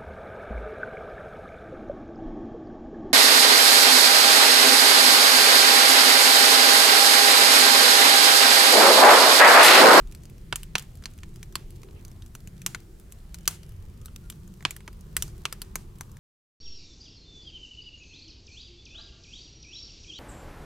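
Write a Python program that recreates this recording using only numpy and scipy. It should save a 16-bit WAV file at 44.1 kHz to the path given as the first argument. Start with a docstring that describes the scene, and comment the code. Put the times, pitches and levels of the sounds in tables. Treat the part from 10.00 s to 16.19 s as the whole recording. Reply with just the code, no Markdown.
"""Split logs pop as they burn in a brick vault, outdoors at night, a couple of metres from a stereo
microphone. Each pop is a pocket of steam bursting in the wood: the impulse excites resonances of
splinter, log and vault, reflects off the bricks and leaves a short hiss.
Small ticks of bark and faint whistles of gas scatter between the pops, over the low rumble of the
flames and a faint steady hiss."""
import sys
import numpy as np
from scipy import signal
from scipy.fft import rfft, irfft, next_fast_len
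from scipy.io import wavfile
from scipy.ndimage import uniform_filter1d

SR = 44100
rng = np.random.default_rng(int(sys.argv[2]) if len(sys.argv) > 2 else 0)


def master_out(mix):
    """Clip the mix to full scale and print it as 16-bit PCM to the path in sys.argv[1]."""
    frames = np.transpose(np.atleast_2d(mix))
    ceiling = np.clip(frames, -1, 1)
    pcm = np.round(ceiling * 32767).astype(np.int16)
    wavfile.write(sys.argv[1], SR, pcm)


N = 272979
FFT_SIZE, POP_SIZE = next_fast_len(N), 7500  # samples

# steam bursts: (time [s], crack level [dB], crack pitch [Hz], knock [dB re crack], snap [dB re crack])
BURSTS = [(0.0731, -62, 3620, -15, 2), (0.1232, -54.5, 2690, -10, 3.5), (0.1491, -50.5, 4390, -13, 2.5),
          (0.235, -61.5, 4450, -20, 6), (0.2544, -57, 4470, -17, 4), (0.2983, -61.5, 2700, -20, 6),
          (0.5262, -26.5, 2560, -0.5, -10), (0.558, -36, 2780, -10, 8), (0.6321, -45, 2850, -13, 3.5),
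          (0.7541, -20, 2590, -5, -7.5), (0.7821, -35.5, 3080, -10, 2), (0.7955, -45, 4370, -13, 4),
          (0.8238, -58.5, 2070, -7, 10.5), (0.9542, -62.5, 4390, -14, 8), (0.9724, -66, 4520, -11, 8),
          (1.024, -59, 1960, -1, -1), (1.0385, -49, 4300, -8, -3), (1.0567, -34, 4250, -9.5, -5),
          (1.1365, -64.5, 2800, -12, 6), (1.1785, -64, 5000, -14, 8), (1.1874, -56.5, 2720, -11, -0.5),
          (1.2334, -46, 2260, -10, -5.5), (1.3595, -56, 4770, -11, 2.5), (1.4295, -46, 2230, -17, 1.5),
          (1.5249, -64.5, 3400, 3, 10), (1.5551, -29, 4330, -6, -1.5), (1.7056, -59.5, 4350, -20, 6.5),
          (1.8329, -53, 2360, -2.5, -1.5), (1.8871, -60, 2580, -2, -22), (2.05, -54, 4340, -21, 6.5),
          (2.081, -66.5, 3450, -20, 12.5), (2.1152, -62.5, 4930, -14, 6), (2.222, -53.5, 3660, -15, -2),
          (2.262, -62.5, 5000, -8, 7), (2.3514, -48.5, 2400, 0.5, 5.5), (2.4742, -52.5, 2670, -8, 5.5),
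          (2.618, -51, 2650, -27, 4), (2.6631, -30.5, 2720, -8, 7), (2.7476, -34.5, 1900, -3.5, -3),
          (2.9984, -67.5, 3510, -7, 13.5), (3.1228, -56.5, 2930, -12, 11.5), (3.3442, -45.5, 4160, -8.5, 5),
          (3.409, -68, 3010, -8, 9), (3.4558, -52.5, 3180, -15, 0), (3.4772, -24, 4320, -6.5, 6.5),
          (3.5101, -49.5, 2970, -17, 5.5), (3.632, -55.5, 4300, -15, 1), (3.6921, -64, 4690, -4, 8.5),
          (4.0152, -66, 2930, -17, 9), (4.0582, -52, 3960, -8, 10), (4.0825, -58, 2900, 2.5, -15),
          (4.3003, -43.5, 3030, -11.5, 6), (4.325, -56.5, 2900, -3, -2), (4.4774, -69, 3000, 2, 13),
          (4.6071, -58, 1910, 3, -5), (4.6257, -56, 2000, 1, 1), (4.6513, -19.5, 2610, -6, -13.5),
          (4.7081, -40, 2360, -16, 5.5), (4.7646, -48, 2050, -6, 5), (4.8056, -55, 2300, -3, -6),
          (4.8781, -43, 2260, 1.5, -4.5), (4.9297, -60.5, 4820, -22, 3), (5.0092, -71.5, 4410, -10, 17),
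          (5.1666, -27.5, 2090, -10.5, 5.5), (5.2236, -34, 3090, -11, 8.5), (5.2793, -56, 4400, -1, 3.5),
          (5.3801, -66.5, 3100, -11, 9), (5.454, -25.5, 2590, -6, -5.5), (5.5261, -36.5, 4870, -3.5, 2),
          (5.618, -38.5, 4170, -10.5, 3.5), (5.7562, -36.5, 2180, 0, 7.5), (5.9856, -66, 3040, -12, 9),
          (6.0095, -47.5, 2170, 6, 9), (6.1167, -70, 4800, -9, 14.5), (6.1693, -57, 1920, -14, 1)]
# early reflections from the bricks: (mean delay [s], left gain [dB], right gain [dB])
REFLECTIONS = [(.00055, -3, -4), (.0012, -10, -7), (.0019, -13, -13), (.0028, -12, -9), (.0037, -16, -17)]
# bright resonances of a pop: (frequency [Hz], nominal width [Hz], gain before tilt [dB])
SNAP_MODES = [(6430, 1600, -4), (8740, 4800, -3.5), (10730, 5040, -3.5), (13900, 3400, -7.5)]
# resonances of the log: (frequency [Hz], nominal width [Hz], relative gain [dB])
LOG_MODES = [(690, 440, -11), (1075, 388, 1.5), (1597, 890, -2)]
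# cavity resonances of the vault: (frequency [Hz], nominal width [Hz], level [dB re knock])
CAVITY_MODES = [(370, 360, -8), (149, 76, -9)]
# gas jets: (start [s], duration [s], frequency [Hz], nominal width [Hz], level at crest [dB])
GAS_JETS = [(1.93, 0.1, 2580, 900, -63.5), (3.2, 0.63, 2980, 150, -70.5), (3.79, .12, 846, 60, -70),
            (3.873, 0.065, 685, 40, -66), (3.99, 0.13, 1250, 50, -67), (4.22, .08, 1410, 50, -70)]
# course of the flames, used as swings about each mean: (time [s], rumble [dB], roar [dB])
FLAME_COURSE = [(0.0, -41, -55.5), (0.31, -46.5, -48), (0.55, -47.5, -51), (1.74, -45.5, -52.5),
                (1.91, -49.5, -47), (2.29, -49.5, -57), (2.71, -49.5, -49), (3.12, -49, -54.5),
                (3.52, -49, -52.5), (3.88, -47, -56), (4.03, -49, -51.5), (4.86, -51, -52),
                (5.21, -43.5, -48.5), (5.48, -47.5, -50), (5.86, -46.5, -53), (6.19, -52.5, -55.5)]
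# steady noise of flames and night air: (frequency [Hz], relative spectral density [dB])
FLAME_SPECTRUM = [(12, -82.5), (20, 2.5), (49, 0.5), (139, -3.5), (189, -7.5), (273, -23.5), (351, -16),
                  (551, -28.5), (888, -32), (1280, -32), (2240, -38.5), (5070, -42), (6170, -42.5),
                  (15200, -45.5), (16500, -57.5)]
# likeness of left and right in that noise: (frequency [Hz], correlation [ratio])
COHERENCE = [(60, .98), (200, 0.98), (380, 0.64), (700, 0.02), (1300, 0.029), (2400, 0.28), (8000, 0.57),
             (15000, 0.21)]
# how far a band follows the swings: (frequency [Hz], share of rumble [ratio], share of roar [ratio])
SWING_SHARES = [(35, 1.1, 0.01), (80, 0.42, .1), (160, .1, .9), (350, .2, .6), (1500, .2, .2),
                (5000, .05, .05)]
# random flicker of a band: (frequency [Hz], depth [dB])
FLICKER_DEPTH = [(60, 2.1), (700, 2.4), (4000, .7)]


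def pops(splinter_hz=5940, range_octaves=0.45, fire_pan_db=0.5, stray_db=2.7):
    """Superposition of all bursts; splinter pitch and place in the fire are random."""
    out = np.zeros((2, N + POP_SIZE))
    for (s, db, crack_hz, knock_db, snap_db), (pitch, place) in zip(BURSTS, rng.random((len(BURSTS), 2))):
        snap_hz = splinter_hz * 2 ** (range_octaves * pitch ** 2)  # mostly low in the range
        pan_db = fire_pan_db + stray_db * (2 * place - 1)  # left minus right
        pop = burst(crack_hz, knock_db, snap_hz, snap_db) + hiss_tail(knock_db, snap_db)
        start = int(s * SR)
        out[:, start:start + POP_SIZE] += pop * undb(db + np.array([[pan_db], [-pan_db]]) / 2)
    return out[:, :N]


def burst(crack_hz, knock_db, snap_hz, snap_db):
    """Impulse excitation of damped modes: ringing crack, dull knock, bright snap and cavity boom."""
    click = vault_response()
    # the body of the log yields more slowly than its skin, so crack and knock get a rounded push
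    push = signal.lfilter(*signal.butter(2, 5200, fs=SR), click)
    crack = steep_resonance(push, crack_hz, 770) + 0.73 * steep_resonance(push, 3000, 2600)
    knock = sum((-1) ** k * undb(db) * steep_resonance(push, hz, width)
                for k, (hz, width, db) in enumerate(LOG_MODES))
    tilt = min(snap_db, 2)  # dB per octave: a weak snap is also a dull one
    snap = sum((-1) ** k * undb(db + tilt * np.log2(hz / SNAP_MODES[0][0]))
               * steep_resonance(click, hz, width) for k, (hz, width, db) in enumerate(SNAP_MODES))
    snap += steep_resonance(click, snap_hz, .13 * snap_hz)  # the splinter's own ring
    boom = sum(at_onset_level(steep_resonance(click[[0, 0]], hz, width), knock_db + db)
               for hz, width, db in CAVITY_MODES)
    return at_onset_level(crack, 0) + at_onset_level(knock, knock_db) + at_onset_level(snap, snap_db) + boom


def vault_response(delay_scatter=0.22, rattle_db=-21, coherence=.55):
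    """Impulse response: direct sound, early reflections off the bricks, diffuse rattle among the logs."""
    noise = rng.standard_normal((3, POP_SIZE))
    diffuse = np.sqrt(coherence) * noise[0] + np.sqrt(1 - coherence) * noise[1:]
    out = undb(rattle_db) * decay(t60_s=.035) * diffuse
    out[:, 0] = 1
    for delay_s, left_db, right_db in REFLECTIONS:
        stretch = 1 + delay_scatter * np.tanh(rng.standard_normal())  # each pop sits elsewhere
        out[:, int(delay_s * SR * stretch)] += undb([left_db, right_db])
    return out


def hiss_tail(knock_db, snap_db):
    """Filtered noise after a pop, in three decaying bands that take the colour of the burst."""
    noise = rng.standard_normal((3, POP_SIZE))
    hiss = noise[0] + noise[1:]
    low = at_onset_level(steep_resonance(hiss, 1200, 1700) * tail_envelope(0.23), 0.42 * knock_db + 7)
    middle = at_onset_level(steep_resonance(hiss, 2500, 3000) * tail_envelope(0.58), 0)
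    high = at_onset_level(steep_resonance(hiss, 6200, 8100) * tail_envelope(0.5), snap_db + 1)
    gain_db = -27 + .3 * snap_db  # a brighter pop leaves a louder hiss
    return undb(gain_db) * (low + middle + high)


def tail_envelope(t60_s, hold_s=0.086, drop_s=.008, residue=.35):
    """Decay of a pop's tail: a faint hiss, like echoes from nearby walls, holds, then drops and fades."""
    plateau = 1 / (1 + np.exp((np.arange(POP_SIZE) / SR - hold_s) / drop_s))
    return decay(t60_s) * (residue + (1 - residue) * plateau)


def ticks(per_second=40, weakest_db=-54.0, spread_db=3.5, size=600):
    """Shot noise: tiny cracks in the bark at random times, each a short filtered rattle."""
    out = np.zeros((2, N))
    for when, colour, strength, side in rng.random((400, 4))[:int(per_second * N / SR)]:
        noise = rng.standard_normal((3, size))
        rattle = (noise[0] + .7 * noise[1:]) * decay(t60_s=.016)[:size]
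        hz = 4000 * 3.4 ** colour
        tick = resonance(rattle, hz, 1.8 * hz)
        peak_db = weakest_db - spread_db * np.log(1 - strength)  # exponential distribution
        pan_db = 3 * (side - .6) * np.array([[1], [-1]])
        start = int(when * (N - size))
        out[:, start:start + size] += tick / np.abs(tick).max() * undb(peak_db + pan_db)
    return out


def whistles():
    """Narrow-band noise: jets of gas from the logs swell and fade in a half sine."""
    out, t = np.zeros((2, N)), np.arange(N) / SR
    for start_s, length_s, hz, width_hz, db in GAS_JETS:
        jet = steep_resonance(rng.standard_normal((2, N)), hz, width_hz)
        swell = np.sin(np.pi * np.clip((t - start_s) / length_s, 0, 1))
        out += jet / jet.std() * undb(db) * swell
    return out


def flames(reference_db=-48.5):
    """Amplitude-modulated combustion noise: half-octave bands follow rumble and roar, and flicker."""
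    hz = np.fft.rfftfreq(FFT_SIZE, 1 / SR) + 1
    times, *levels = np.transpose(FLAME_COURSE)
    swings_db = np.array([np.interp(np.arange(N) / SR, times, level) for level in levels])
    swings_db -= swings_db.mean(axis=1, keepdims=True)
    coherence = np.clip(on_log_axis(COHERENCE, hz), 0, 1)
    mid, side = rfft(rng.standard_normal((2, FFT_SIZE))) * undb(on_log_axis(FLAME_SPECTRUM, hz))
    spectrum = np.sqrt(1 + coherence) * mid + np.sqrt(1 - coherence) * side * np.array([[1], [-1]])
    reference_rms = np.std(irfft(spectrum[0] * (hz > 55) * (hz < 110), FFT_SIZE))  # before modulation
    shares, out = np.array(SWING_SHARES), 0
    for octave in np.arange(4, 14.5, .5):
        window = np.cos(np.pi * np.clip(np.log2(hz) - octave, -.5, .5)) ** 2
        band = irfft(spectrum * window, FFT_SIZE)[:, :N]
        follow_db = sum(on_log_axis(shares[:, [0, k + 1]], 2 ** octave) * swing
                        for k, swing in enumerate(swings_db))
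        flicker_db = on_log_axis(FLICKER_DEPTH, 2 ** octave) * flicker(rate_hz=5)
        out += undb(follow_db + flicker_db) * band
    return out * undb(reference_db) / reference_rms


def flicker(rate_hz):
    """Low-pass random modulation: held values, smoothed twice, with a spread near 1."""
    hold = int(SR / rate_hz)
    steps = np.repeat(rng.standard_normal(N // hold + 1), hold)
    return 1.54 * uniform_filter1d(uniform_filter1d(steps, hold), hold)[:N]


def microphone_ports(sound, lag_s=.000018, shade_db_per_hz=-1 / 12000):
    """Path difference and shadowing: the logs lie to one side, so the left is later and duller."""
    hz = np.fft.rfftfreq(FFT_SIZE, 1 / SR)
    transfer = undb(shade_db_per_hz * hz) * np.exp(-2j * np.pi * hz * lag_s)
    left = irfft(rfft(sound[0], FFT_SIZE) * transfer, FFT_SIZE)[:N]
    return np.array([left, sound[1]])


def resonance(x, hz, width_hz):
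    """Second-order resonator with unit gain at its centre."""
    return signal.lfilter(*signal.iirpeak(hz, hz / width_hz, SR), x)


def steep_resonance(x, hz, width_hz):
    """Two widened resonators in cascade give steeper skirts."""
    return resonance(resonance(x, hz, 1.27 * width_hz), hz, 1.27 * width_hz)


def decay(t60_s):
    """Exponential damping, 60 dB in t60_s, over the length of one pop."""
    return 1000. ** (-np.arange(POP_SIZE) / SR / t60_s)


def at_onset_level(x, db):
    """Normalisation to an rms level over the first 8 ms."""
    return x * undb(db) / np.sqrt(np.mean(x[:, :int(.008 * SR)] ** 2))


def on_log_axis(table, hz):
    """Interpolation of (frequency, value) points on a logarithmic frequency axis."""
    frequencies, values = np.transpose(table)
    return np.interp(np.log(hz), np.log(frequencies), values)


def undb(db):
    """Amplitude ratio of a level in decibels."""
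    return 10 ** (np.asarray(db) / 20)


def scene():
    """Superposition of pops, ticks, flames and whistles."""
    return microphone_ports(pops() + ticks()) + flames() + whistles()


def record(dry, cutoff_hz=16400):
    """Band limiting: a steep elliptic low-pass removes the highest treble."""
    return signal.sosfilt(signal.ellip(10, .5, 90, cutoff_hz, fs=SR, output="sos"), dry)


dry = scene()
out = record(dry)
master_out(out)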